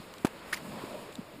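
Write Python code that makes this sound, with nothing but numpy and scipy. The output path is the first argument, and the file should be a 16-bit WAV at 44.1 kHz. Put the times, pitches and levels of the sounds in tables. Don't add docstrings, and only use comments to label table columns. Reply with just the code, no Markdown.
import sys
import numpy as np
from scipy import signal
from scipy.fft import rfft, irfft
from scipy.io import wavfile
from scipy.ndimage import uniform_filter1d

SR = 44100
rng = np.random.default_rng(int(sys.argv[2]) if len(sys.argv) > 2 else 0)


def to_wav(s):
    ch = np.atleast_2d(s).T
    pcm = np.round(np.clip(ch, -1, 1) * 32767)
    wavfile.write(sys.argv[1], SR, pcm.astype(np.int16))


N = 61739
T = np.arange(N) / SR
FREQS_HZ = np.maximum(np.arange(N // 2 + 1) * SR / N, 1)


# time_s, pitch_hz, half_length_s, thud_peak_db, knock_peak_db
HOOF_THUDS = [(.002, 179, 0.003, -36, -61), (0.2498, 276.5, 0.0014, -11, -18.5),
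              (0.8403, 280, 0.0012, -26, -42), (1.194, 215, 0.0056, -31, -55)]

def hoof_thuds():
    knock_lead_s, out = 0.0008, 0
    for time_s, pitch_hz, half_length_s, thud_db, knock_db in HOOF_THUDS:
        knock = pulse(time_s - knock_lead_s, pitch_hz=660, half_length_s=0.00056, peak_db=knock_db)
        thud = pulse(time_s, pitch_hz, half_length_s, thud_db, glide_per_s=-34.5)
        out += knock + thud
    return out


# start_s, decay_s, level_db
SAND_BURSTS = [(0.248, 0.0024, -24.5), (0.2529, 0.0058, -30), (.2680, 0.0053, -33.5)]
# freq_hz, gain_db
SAND_SPECTRUM = [(60, -19), (350, 1.5), (700, 4), (1050, 3), (1450, -3.5), (2000, -3.5), (3800, -8.5),
                 (6000, -16), (8000, -14.5), (12000, -14.5), (15500, -24)]

def thrown_sand():
    envelope = sum(undb(level_db) * burst(start_s, attack_s=0.0006, hold_s=0.0006, decay_s=decay_s)
                   for start_s, decay_s, level_db in SAND_BURSTS)
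    return spray(SAND_SPECTRUM) * envelope


# start_s, hold_s, level_db
SPLASH_BURSTS = [(0.527, 0.0096, -31.5), (0.539, 0.0043, -38), (.548, 0.0049, -44), (0.561, 0.02, -47)]
# freq_hz, gain_db
SPLASH_SPECTRUM = [(150, -11), (700, -5.5), (1200, -1.5), (2000, 3), (4500, -4), (8000, -11.5),
                   (10500, -3.5), (12000, -46), (14000, -2), (15500, -26)]
# time_s, pitch_hz, half_length_s, peak_db
AIR_POCKETS = [(0.528, 1470, 0.0015, -30.5), (0.532, 1726, 0.00058, -16), (0.545, 2190, 0.00056, -29),
               (.5455, 5020, 0.00079, -31), (.5456, 7040, 0.0013, -35), (0.574, 2010, 0.0012, -37.5)]

def splash():
    envelope = sum(undb(level_db) * burst(start_s, attack_s=0.0015, hold_s=hold_s, decay_s=0.0035)
                   for start_s, hold_s, level_db in SPLASH_BURSTS)
    pockets = sum(pulse(*pocket, glide_per_s=25) for pocket in AIR_POCKETS)
    return spray(SPLASH_SPECTRUM) * envelope + pockets


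# start_s, hold_s, pitch_hz, level_db
DROP_TICKS = [(.138, 0.0027, 5650, -45), (0.181, 0.0047, 6000, -50.5), (1.123, .006, 5060, -52.5),
              (1.1542, 0.0014, 3900, -36)]
# freq_hz, gain_db
TICK_SPECTRUM = [(500, -5), (2200, 0), (3900, 3.5), (5200, -10.5), (8000, 3), (10000, -15), (15500, -13)]

def drop_ticks():
    ring_db, ring_width_oct, out = 5.5, 0.15, 0
    for start_s, hold_s, pitch_hz, level_db in DROP_TICKS:
        boost_db = ring_db * np.exp(-(np.log2(FREQS_HZ / pitch_hz) / ring_width_oct) ** 2)
        crackle = unit_rms(irfft(rfft(spray(TICK_SPECTRUM)) * undb(boost_db), N))
        out += crackle * undb(level_db) * burst(start_s, attack_s=0.00087, hold_s=hold_s, decay_s=0.0008)
    return out


# time_s, pitch_hz, half_length_s, peak_db
WAVE_GURGLES = [(0.762, 580, 0.0042, -42), (0.951, 606, 0.0084, -37), (1.091, 437, 0.0037, -39.5),
                (1.39, 277, 0.0077, -46.5)]

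def gurgles():
    return sum(pulse(*gurgle, glide_per_s=2.8) for gurgle in WAVE_GURGLES)


# freq_hz, gain_db
WAVE_SPECTRUM = [(30, -6), (90, -9), (190, 5), (420, -0.5), (600, 2.5), (780, -7), (1020, -4.5),
                 (1500, -29), (2600, -16), (5000, -27), (8000, -28), (15300, -33.5)]
# time_s, level_db
WAVE_LEVEL = [(0, -56.5), (.5, -57.5), (.61, -51), (.77, -43.5), (.82, -47.5), (.92, -44.5), (1.01, -45.5),
              (1.08, -55.5), (1.3, -54.5), (1.4, -50)]
# time_s, tilt_db_per_oct
WAVE_BRIGHTNESS = [(0, 1.5), (.66, -1.9), (.8, -0.81), (.98, 2.6), (1.15, 4.2), (1.4, -3.6)]

def small_wave():
    wash = colour(rng.standard_normal(N), WAVE_SPECTRUM)
    return churn(wash, curve(WAVE_BRIGHTNESS)) * undb(curve(WAVE_LEVEL))


# freq_hz, gain_db
SURF_SPECTRUM = [(20, 2.5), (70, -2.5), (170, 0.5), (580, 0), (760, -4.5), (1020, -1.5), (1500, -6.5),
                 (2600, -9.5), (3100, -13), (4200, -15), (5400, -17), (8000, -20), (10500, -22.5),
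                 (15300, -25)]
# time_s, level_db
SURF_LEVEL = [(0, -49), (.3, -49.5), (.55, -45.5), (.8, -46), (1.1, -48.5), (1.3, -50.5), (1.4, -52)]

def surf():
    hiss = colour(rng.standard_normal(N), SURF_SPECTRUM)
    return churn(hiss) * undb(curve(SURF_LEVEL))


def churn(wash, tilt_db_per_oct=0, pivot_hz=390, flicker_db=1.54):
    centres_oct = np.arange(4, 15)
    spectrum, out = rfft(wash), 0
    for centre_oct, weights in zip(centres_oct, np.eye(len(centres_oct))):
        band = irfft(spectrum * np.interp(np.log2(FREQS_HZ), centres_oct, weights), N)
        offset_oct = np.clip(centre_oct - np.log2(pivot_hz), -2, 1)
        out += band * undb(flicker_db * wander(rate_hz=25) + tilt_db_per_oct * offset_oct)
    return out


def spray(spectrum, hits_per_s=4600, spread_db=2, mist_gain=0.66):
    hits = (rng.random(N) < hits_per_s / SR) * np.sign(rng.standard_normal(N))
    sizes = undb(spread_db * np.minimum(rng.exponential(size=N), 4))
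    mist = mist_gain * rng.standard_normal(N)
    return colour(unit_rms(hits * sizes) + mist, spectrum)


def pulse(time_s, pitch_hz, half_length_s, peak_db, glide_per_s=0):
    t = np.clip(T - time_s, -10 * half_length_s, 10 * half_length_s)
    envelope = undb(peak_db) * np.exp(-(t / half_length_s) ** 2 / 2)
    return -envelope * np.cos(2 * np.pi * pitch_hz * t * (1 + glide_per_s * t / 2))


def burst(start_s, attack_s, hold_s, decay_s):
    t = T - start_s
    return np.clip(t / attack_s, 0, 1) * np.exp(-np.maximum(t - hold_s, 0) / decay_s)


def colour(x, spectrum):
    freq_hz, gain_db = np.array(spectrum).T
    gain = undb(np.interp(np.log(FREQS_HZ), np.log(freq_hz), gain_db))
    return unit_rms(irfft(rfft(x) * gain, N))


def dip(x, centre_hz, width_hz, depth):
    gain = 1 - depth * np.exp(-((FREQS_HZ - centre_hz) / width_hz) ** 2)
    return irfft(rfft(x) * gain, N)


def wander(rate_hz):
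    step = int(SR / rate_hz)
    stairs = np.repeat(rng.standard_normal(N)[:N // step + 1], step)
    return unit_rms(uniform_filter1d(stairs, step)[:N])


def curve(rows):
    return np.interp(T, *np.array(rows).T)


def undb(db):
    return 10 ** (np.asarray(db) / 20)


def unit_rms(x):
    return x / np.sqrt(np.mean(x ** 2))


# centre_hz, width_hz, depth
RECORDER_HISS_NOTCH = (5990, 590, 0.87)

def scene():
    horse = hoof_thuds() + thrown_sand() + splash() + drop_ticks()
    background = dip(surf() + small_wave(), *RECORDER_HISS_NOTCH) + gurgles()
    return (horse + background)[None]


# centre_hz, width_hz, depth
TREBLE_NOTCH = (12000, 210, .96)

def record(dry):
    low_cut_hz, top_hz = 55, 15300
    highpass = signal.butter(1, low_cut_hz, "high", fs=SR, output="sos")
    lowpass = signal.ellip(10, .2, 70, top_hz, fs=SR, output="sos")
    thinned = signal.sosfilt(highpass, dip(dry, *TREBLE_NOTCH))
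    return signal.sosfilt(lowpass, thinned)


dry = scene()
out = record(dry)
to_wav(out)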